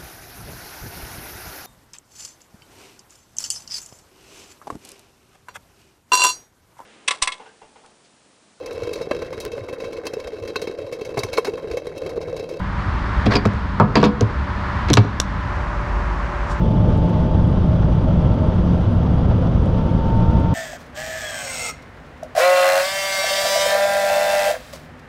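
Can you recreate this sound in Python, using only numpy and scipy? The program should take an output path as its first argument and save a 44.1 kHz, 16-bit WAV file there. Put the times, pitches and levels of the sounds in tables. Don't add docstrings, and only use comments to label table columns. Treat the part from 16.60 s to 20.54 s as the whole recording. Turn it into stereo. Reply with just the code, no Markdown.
import sys
import numpy as np
from scipy import signal
from scipy.fft import rfft, irfft
from scipy.io import wavfile

SR = 44100
rng = np.random.default_rng(int(sys.argv[2]) if len(sys.argv) > 2 else 0)


def materialize(psi):
    bounded = np.clip(np.atleast_2d(psi).T, -1, 1)
    quanta = np.round(bounded * 32767).astype(np.int16)
    wavfile.write(sys.argv[1], SR, quanta)


N = 173754
T, HZ = np.arange(N) / SR, np.fft.rfftfreq(N, 1 / SR)


def amp(db):
    return 10 ** (np.asarray(db) / 20)


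def curve(table, column=1):
    rows = np.array(table)
    return np.interp(np.log(HZ + 1), np.log(rows[:, 0] + 1), rows[:, column])


def fader(table, column=1):
    rows = np.array(table)
    return np.interp(T, rows[:, 0], rows[:, column])


def stereo_fader(table):
    return amp([fader(table), fader(table, column=2)])


def pan(db):
    return amp(np.array([[.5], [-.5]]) * db)


def wander(rate_hz):
    drift = irfft(rfft(rng.standard_normal(N)) * np.exp(-.5 * (HZ / rate_hz) ** 2) * (HZ > 0), N)
    return drift / drift.std()


# (frequency [Hz], width [Hz], lift [dB])
CABIN_PEAKS = [(61.6, 60, 1.5), (109.4, 36, 2), (237, 28, 1), (313.4, 42, 2.5), (441, 16, 3.5),
               (492, 17, 4.5), (532, 60, 3.5), (637, 82, 1.5), (755, 40, 1.5), (1078, 19, 1),
               (1205, 60, 1.5), (1470, 20, 3), (2940, 15, 2), (3130, 610, 0.7), (4780, 190, 5),
               (5380, 190, 4.5), (5950, 180, 4.5)]
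# (frequency [Hz], likeness of the sides [0-1], left lead [rad], left louder by [dB])
CABIN_IMAGE = [(40, .98, .36, 3.4), (75, .98, .42, 3), (120, .96, .58, 2.7), (215, .9, .58, 2.4),
               (310, .52, .95, .8), (390, .45, 1.7, 0), (500, .55, .85, 2), (1100, .48, .6, 2.3),
               (1750, .12, .8, 2.2), (2300, .62, .25, .8), (3200, .75, .2, .1), (4800, .8, .05, .4),
               (6600, .62, -.1, .4), (7900, .3, .9, 1), (10000, .55, .2, 1.6)]

def cabin_noise(spectrum):
    left, other = rfft(rng.standard_normal((2, N)))
    likeness = np.clip(curve(CABIN_IMAGE), 0, 1)
    right = likeness * left + np.sqrt(1 - likeness ** 2) * other
    right *= np.exp(-1j * curve(CABIN_IMAGE, column=2))
    pair = np.array([left, right]) * pan(curve(CABIN_IMAGE, column=3))
    lift_db = sum(db * np.exp(-np.log(2) * (2 * (HZ - hz) / width) ** 2) for hz, width, db in CABIN_PEAKS)
    return irfft(pair * amp(curve(spectrum) + lift_db), N) * np.sqrt(SR / 2)


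# (frequency [Hz], level [dB per Hz])
RUMBLE_SPECTRUM = [(8, -49), (20, -42), (40, -43.5), (52, -36), (80, -38.5), (118, -38), (142, -39.5),
                   (170, -41), (230, -44.5), (300, -50.5), (450, -57), (1000, -109.5)]

def rumble():
    return cabin_noise(RUMBLE_SPECTRUM)


# (frequency [Hz], level [dB per Hz])
RUSH_SPECTRUM = [(100, -66), (320, -56.5), (420, -57.5), (620, -55.5), (720, -60), (1020, -63),
                 (1350, -67.5), (1950, -77.5), (2450, -81.5), (3350, -80), (3950, -87), (5000, -92.5),
                 (6300, -96.5), (7200, -103.5), (9200, -112.5), (11000, -111.5)]
# (time [s], gain [dB])
RUSH_RIDE = [(0, 0.5), (1, 0.06), (2.2, 0.2), (3.2, 0), (3.94, 0.25)]

def rush(flutter_db=.82):
    return cabin_noise(RUSH_SPECTRUM) * amp(fader(RUSH_RIDE) + flutter_db * wander(rate_hz=30))


SPEED_GAIN_PER_S = .0089

def rising_tone(start_hz, lead_rad, waver=1.5, waver_hz=14):
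    turns = np.cumsum(start_hz * (1 + SPEED_GAIN_PER_S * T)) / SR + rng.random()
    phase = 2 * np.pi * turns - np.array([[0], [lead_rad]])
    jitter = (wander(waver_hz) + 1j * wander(waver_hz)) / np.sqrt(2)
    unsteady = (1 + waver * jitter) / np.sqrt(1 + waver ** 2)
    return np.sqrt(2) * (unsteady * np.exp(1j * phase)).real


def gear_hum(level_db=-23.8):
    return amp(level_db) * pan(db=2) * rising_tone(start_hz=170.6, lead_rad=.72, waver=.45, waver_hz=3.5)


# (time [s], left level [dB], right level [dB])
SING_LEVELS = [(0, -38, -36), (.5, -34, -32), (.95, -39.5, -41), (1.45, -32, -33.5), (1.85, -28.5, -43),
               (2.4, -52, -59), (3.94, -48.5, -51)]

def wheel_sing():
    return stereo_fader(SING_LEVELS) * rising_tone(start_hz=612, lead_rad=1.0)


# (time [s], left level [dB], right level [dB])
DRONE_LEVELS = [(0, -35, -29.5), (1.3, -38.5, -33), (1.7, -47.5, -44), (3.94, -54.5, -52.5)]

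def wheel_drone():
    return stereo_fader(DRONE_LEVELS) * rising_tone(start_hz=364, lead_rad=2.56)


# (time [s], left level [dB], right level [dB])
WHINE_SECOND = [(0, -32, -36), (.2, -38, -38), (.45, -34.5, -35.5), (.8, -37, -35.5), (1.03, -64, -36),
                (1.4, -36.5, -48), (1.85, -35.5, -42.5), (2.15, -44.5, -58), (2.45, -47, -45.5),
                (2.72, -53, -39.5), (3.05, -55, -43), (3.22, -34.5, -37), (3.38, -36, -37),
                (3.44, -28.5, -31.5), (3.7, -30, -33.5), (3.78, -29.5, -32), (3.94, -28, -30)]
# (time [s], left level [dB], right level [dB])
WHINE_THIRD = [(0, -55, -58), (.7, -57.5, -71), (1.599, -55.5, -44), (3.18, -55.5, -49.5),
               (3.25, -45.5, -49.5), (3.94, -43, -45.5)]

def drive_whine(base_hz=438.5):
    return sum(stereo_fader(levels) * rising_tone(harmonic * base_hz, lead_rad=.7, waver=.1, waver_hz=9)
               for harmonic, levels in [(2, WHINE_SECOND), (3, WHINE_THIRD)])


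def snaps(hits, low_hz, high_hz=10900):
    band = signal.butter(2, [low_hz, high_hz], "band", fs=SR, output="sos")
    click = signal.sosfilt(band, signal.unit_impulse(SR // 100))
    return signal.oaconvolve(hits, click / abs(click).max())[:N]


def crackle(per_s=55, level_db=-54.5, spread_db=1.8):
    fires = rng.random(N) < per_s / SR
    hits = fires * amp(level_db + spread_db * rng.standard_normal(N))
    return snaps(hits, low_hz=8600) * pan(db=1.5)


# (time [s], peak before panning [dB])
TICK_CUES = [(.3757, -37), (.494, -37), (.6293, -43), (.8763, -40), (2.2069, -42), (2.3514, -44),
             (3.0523, -44.5), (3.060, -35), (3.7129, -43), (3.7996, -37), (3.8125, -43.5)]

def ticks():
    hits = np.zeros(N)
    for time_s, peak_db in TICK_CUES:
        hits[round(time_s * SR)] = amp(peak_db)
    return snaps(hits, low_hz=2800) * pan(db=7)


# (time [s], left level [dB], right level [dB])
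MOAN_LEVELS = [(0, -52, -52), (2.2, -48, -50), (2.5, -38, -44), (3.4, -39, -47), (3.65, -44, -45),
               (3.94, -35, -38)]

def wheel_moan():
    return stereo_fader(MOAN_LEVELS) * rising_tone(start_hz=511, lead_rad=.89)


def scene():
    bed = rumble() + rush()
    tones = gear_hum() + wheel_sing() + wheel_drone() + drive_whine()
    return bed + tones + crackle() + ticks() + wheel_moan()


def record(dry):
    cutoff_hz, fade_s = 10950, .003
    lowpass = signal.ellip(10, .05, 50, cutoff_hz, fs=SR, output="sos")
    fades = np.clip(np.minimum(T, T[-1] - T) / fade_s, 0, 1)
    return signal.sosfiltfilt(lowpass, dry * fades)


dry = scene()
out = record(dry)
materialize(out)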